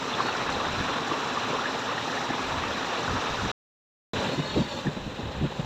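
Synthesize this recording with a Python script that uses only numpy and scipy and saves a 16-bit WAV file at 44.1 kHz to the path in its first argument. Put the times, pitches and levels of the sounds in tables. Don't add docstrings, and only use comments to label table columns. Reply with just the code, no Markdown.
import sys
import numpy as np
from scipy import signal
from scipy.fft import rfft, irfft
from scipy.io import wavfile
from scipy.ndimage import uniform_filter1d

SR = 44100
rng = np.random.default_rng(int(sys.argv[2]) if len(sys.argv) > 2 else 0)


def output_pcm(signal):
    pcm = np.clip(np.atleast_2d(signal).T, -1, 1) * 32767
    wavfile.write(sys.argv[1], SR, np.round(pcm).astype(np.int16))


N = 249165
TIME = np.arange(N) / SR
PAUSE_START_S, BANK_START_S = 3.516, 4.134


def rush(surge_db=0.57, surge_hz=5, sink_db=8.5, splash_share=.25):
    # f/Hz, relative level/dB
    near_spectrum = [(60, -30.5), (110, -3), (190, -3.5), (330, -4), (450, 0.5), (620, -2.5), (800, 0),
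                     (1130, 1), (1600, -4.5), (1780, -4), (2060, -9.5), (2640, -6.5), (3220, -9.5),
                     (4000, -7), (5200, -47), (8800, -110)]
    bank_spectrum = [(60, -31), (100, -3), (150, 1), (250, 2.5), (320, -5), (450, 1), (560, -0.5),
                     (700, -6), (850, -2), (1100, -5.5), (1300, -9.5), (1800, -9.5), (2200, -15.5),
                     (2600, -10.5), (3300, -13.5), (4000, -10), (5200, -53), (8800, -110)]
    gurgle = swarm(216.3, 1892, per_s=500, spread_db=3.5, cycles=2.2)
    near = foam(patchy_db=1.5, flicker_db=0.7) + amp(-16) * gurgle
    bank = foam(patchy_db=0.95, flicker_db=1.0) + amp(-22) * gurgle
    near = amp(-30) * colour(near, near_spectrum)
    bank = amp(-28.2 - sink_db * turned()) * colour(bank, bank_spectrum)
    surge = amp(splash_share * splash_db() + surge_db * drift(surge_hz))
    return np.where(TIME < BANK_START_S, near, bank) * surge


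def spray(surge_db=0.5, surge_hz=8, sink_db=9):
    # f/Hz, relative level/dB
    near_spectrum = [(3000, -22.5), (3800, 0.5), (4150, 0.5), (4450, -2.5), (5000, -1.5), (5850, 0),
                     (6500, -6.5), (7200, -6), (8200, -17), (9200, -34), (11000, -30.5), (11900, -24),
                     (13000, -36.5), (15400, -25.5)]
    bank_spectrum = [(3000, -29), (3800, 4), (4200, -1), (4600, -2.5), (5850, -3.5), (6500, -6),
                     (7200, -4.5), (8200, -15.5), (9300, -35), (10200, -26.5), (11900, -26), (13000, -32),
                     (15400, -25)]
    fizz = foam(patchy_db=0.5, flicker_db=.8)
    fizz += amp(-11) * swarm(3500, 14000, per_s=700, spread_db=4.5, cycles=3.5, count=20)
    near = amp(-44.2) * colour(fizz, near_spectrum)
    bank = amp(-44 - sink_db * turned()) * colour(fizz, bank_spectrum)
    surge = amp(splash_db() + surge_db * drift(surge_hz))
    return np.where(TIME < BANK_START_S, near, bank) * surge


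def foam(patchy_db, flicker_db):
    cells = signal.stft(rng.standard_normal(N), nperseg=256, noverlap=192)[2]
    patches = uniform_filter1d(rng.standard_normal(cells.shape), size=4, axis=0)
    patches = unit(uniform_filter1d(patches, size=12, axis=1))
    noise = signal.istft(cells * amp(patchy_db * patches), nperseg=256, noverlap=192)[1][:N]
    return unit(noise * amp(flicker_db * drift(45)))


def swarm(lo_hz, hi_hz, per_s, spread_db, cycles, count=40):
    out = np.zeros(N)
    for hz in np.geomspace(lo_hz, hi_hz, count):
        born = rng.random(N) < per_s / count / SR
        strength = amp(spread_db * np.minimum(rng.exponential(1, N), 3.5)) * rng.choice([-1, 1], N)
        ring = bubble(hz, cycles * np.sqrt(hz / 1000) * rng.uniform(0.53, 1.66))
        out += np.sqrt(hz) * unit(signal.oaconvolve(born * strength, ring)[:N])
    return unit(out)


def bubble(hz, cycles, rise=0.0095):
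    peak_s = cycles / hz
    age = np.arange(int(6 * peak_s * SR) + 2) / (peak_s * SR)
    envelope = age ** 2 * np.exp(2 * (1 - age))
    return envelope * np.sin(2 * np.pi * cycles * (age + rise * age ** 2 / 2))


def plops(echo_s=0.0059, echo_db=-9):
    # t/s, f/Hz, peak level/dB
    bubbles = [(.138, 3430, -26), (.203, 1088, -13.5), (.287, 805, -21.5), (.350, 1410, -24),
               (.524, 4060, -30.5), (1.115, 304, -22), (1.112, 1103, -20.5), (1.372, 1124, -19.5),
               (1.53, 466, -24), (1.593, 1300, -23), (1.656, 1720, -22.5), (1.979, 1820, -24.5),
               (2.078, 755, -23.5), (2.172, 1750, -26), (2.301, 765, -22.5), (2.305, 262, -22),
               (3.077, 1440, -22.5), (4.279, 3500, -32), (4.867, 1740, -26.5)]
    out = np.zeros(N)
    for s, hz, db in bubbles:
        ring = amp(db) * bubble(hz, cycles=3.0 * (hz / 1000) ** .85)
        add(out, s, ring)
        add(out, s + echo_s, amp(echo_db) * ring)
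    return out


def drops():
    # t/s, f/Hz, peak level/dB
    impacts = [(0.492, 1125, -17), (.503, 5930, -24)]
    out = np.zeros(N)
    for s, hz, db in impacts:
        add(out, s, amp(db) * bubble(hz, cycles=1.2))
    return out


def splash_db():
    # peak t/s, duration/s, rise in level/dB
    splashes = [(0.523, .06, 0.8), (3.25, .35, 0.6), (4.594, 0.074, 5), (4.75, 0.14, 4.5), (5.52, 0.24, 1)]
    return sum(db * bell(s, length) for s, length, db in splashes)


def turned():
    start_s, length_s = 4.234, 1.0
    return 1 - (1 - np.clip((TIME - start_s) / length_s, 0, 1)) ** 2


def swirl(water, shortest_s=0.000857, longest_s=.006, wander=.03, rest=0.09, count=20):
    highpass = signal.butter(2, 700, "high", fs=SR, output="sos")
    bounced = signal.sosfilt(highpass, water)
    sway = drift(2.97)
    echoes = np.zeros(N)
    for base_s in np.linspace(shortest_s, longest_s, count):
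        delay_s = base_s * rng.uniform(0.99, 1.0) * (1 + wander * (sway + .5 * drift(4.7)))
        echoes += rng.choice([-1, 1]) * np.interp(TIME - delay_s, TIME, bounced)
    strength = rest + (1 - rest) * plateau(4.33, attack=0.08, hold=.35, release=0.11)
    return (water + strength * echoes / np.sqrt(count)) / np.sqrt(1 + strength ** 2)


def culvert(hz=256, width_hz=22, db=-43):
    b, a = signal.iirpeak(hz, hz / width_hz, fs=SR)
    boom = unit(signal.lfilter(b, a, rng.standard_normal(N)))
    return amp(db) * boom * (TIME < BANK_START_S)


def wind(lumpy_db=1.0, near_breeze_db=-55, bank_breeze_db=-51):
    # f/Hz, relative level/dB
    spectrum = [(15, -6), (35, -10), (70, 4), (110, 1.5), (200, -7.5), (400, -23.5), (900, -56.5),
                (2000, -91.5)]
    # peak t/s, duration/s, level/dB
    gusts = [(0.507, 0.17, -47), (0.77, 0.19, -41.5), (2.577, 0.19, -40.5), (3.135, 0.082, -33.5),
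             (3.336, 0.062, -38), (3.45, 0.073, -33), (4.17, .1, -42), (4.577, 0.077, -33.5),
             (4.873, 0.052, -41), (5.067, 0.15, -40.5), (5.26, 0.055, -34.5), (5.422, 0.083, -33),
             (5.63, .08, -38)]
    rumble = colour(rng.standard_normal(N), spectrum) * amp(lumpy_db * drift(20))
    breeze = amp(np.where(TIME < BANK_START_S, near_breeze_db, bank_breeze_db))
    return unit(rumble) * (breeze + sum(amp(db) * bell(s, length) for s, length, db in gusts))


def buffets(edge_s=.004, squash=0.69, housing_hz=149, width_hz=24):
    # t/s, duration/s, relative level/dB, f/Hz
    eddies = [(0.723, 0.018, -37, 149), (.803, 0.01, -26.5, 139), (3.112, 0.08, -37.5, 203),
              (3.419, 0.058, -34.5, 205), (4.377, 0.032, -23.5, 188), (4.559, 0.034, -19.5, 212),
              (4.584, 0.041, -21.5, 150), (4.742, 0.019, -34, 170), (4.853, 0.044, -24.5, 173),
              (4.965, 0.017, -30, 160), (5.063, 0.016, -29, 168), (5.19, 0.019, -32.5, 180),
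              (5.411, 0.053, -24, 170), (5.593, 0.013, -24, 139)]
    # multiple of the eddy's f, relative level/dB
    thump_shape = [(.15, -34), (.45, -14), (.8, -1), (1.2, 0.5), (2, -5.5), (3, -17.5), (5, -32),
                   (12, -70.5)]
    thumps = np.zeros(N)
    t = TIME[:8192] - .02
    for s, length, db, hz in eddies:
        spectrum = [(ratio * hz, level) for ratio, level in thump_shape]
        pressure = np.tanh(squash * colour(rng.standard_normal(len(t)), spectrum))
        gate = (1 + np.tanh(t / edge_s)) * (1 + np.tanh((length - t) / edge_s))
        thump = unit(pressure * gate) * np.sqrt(length * SR / len(t))
        add(thumps, s + t[0], amp(db) * thump)
    b, a = signal.iirpeak(housing_hz, housing_hz / width_hz, fs=SR)
    return amp(-3) * (thumps + signal.lfilter(b, a, thumps))


def whistle(width_hz=55, edge_s=0.027):
    # t/s, duration/s, starting f/Hz, glide/Hz, level/dB
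    notes = [(.19, 0.13, 4270, 128, -43), (4.283, 0.093, 4280, -30, -42), (4.433, 0.16, 4300, 12, -42),
             (4.545, 0.13, 4380, 216, -46.5), (4.675, .125, 4510, -280, -47)]
    tone = np.zeros(N, complex)
    for s, length, hz, glide_hz, db in notes:
        pitch_hz = hz + glide_hz * np.clip((TIME - s) / length, 0, 1)
        phase = 2 * np.pi * np.cumsum(pitch_hz) / SR
        tone += amp(db) * plateau(s, edge_s, length - 2 * edge_s, edge_s) * np.exp(1j * phase)
    return drift(width_hz) * tone.real + drift(width_hz) * tone.imag


def hiss(db=-68.5):
    # f/Hz, relative level/dB
    spectrum = [(3000, -29.5), (8000, -9), (9500, -2.5), (11000, -5.5), (11900, 2), (13000, -3),
                (14200, -2.5), (15400, 8.5)]
    return amp(db) * colour(rng.standard_normal(N), spectrum)


def colour(x, spectrum):
    hz, db = np.transpose(spectrum)
    f = np.fft.rfftfreq(len(x), 1 / SR)
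    gain = amp(np.interp(np.log(f + 1), np.log(hz), db))
    return unit(irfft(rfft(x) * gain, len(x)))


def drift(hz):
    f = np.fft.rfftfreq(N, 1 / SR)
    return unit(irfft(rfft(rng.standard_normal(N)) / (1 + (f / hz) ** 4), N))


def bell(s, length):
    return .5 ** ((2 * (TIME - s) / length) ** 2)


def plateau(s, attack, hold, release):
    end = s + attack + hold + release
    return np.clip(np.minimum((TIME - s) / attack, (end - TIME) / release), 0, 1)


def amp(db):
    return 10 ** (np.asarray(db) / 20)


def unit(x):
    return x / np.sqrt(np.mean(x ** 2) + 1e-20)


def add(mix, s, sound):
    part = mix[max(round(s * SR), 0):][:len(sound)]
    part += sound[:len(part)]


def scene():
    water = swirl(rush() + spray()) + culvert() + plops() + drops()
    return (water + wind() + buffets() + whistle() + hiss())[None]


def record(dry, cutoff_hz=15550):
    live = (TIME < PAUSE_START_S) | (TIME > BANK_START_S)
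    gate = uniform_filter1d(live.astype(float), size=40)
    lowpass = signal.firwin(511, cutoff_hz, window=("kaiser", 9), fs=SR)
    return signal.oaconvolve(dry * gate, lowpass[None], "same")


dry = scene()
out = record(dry)
output_pcm(out)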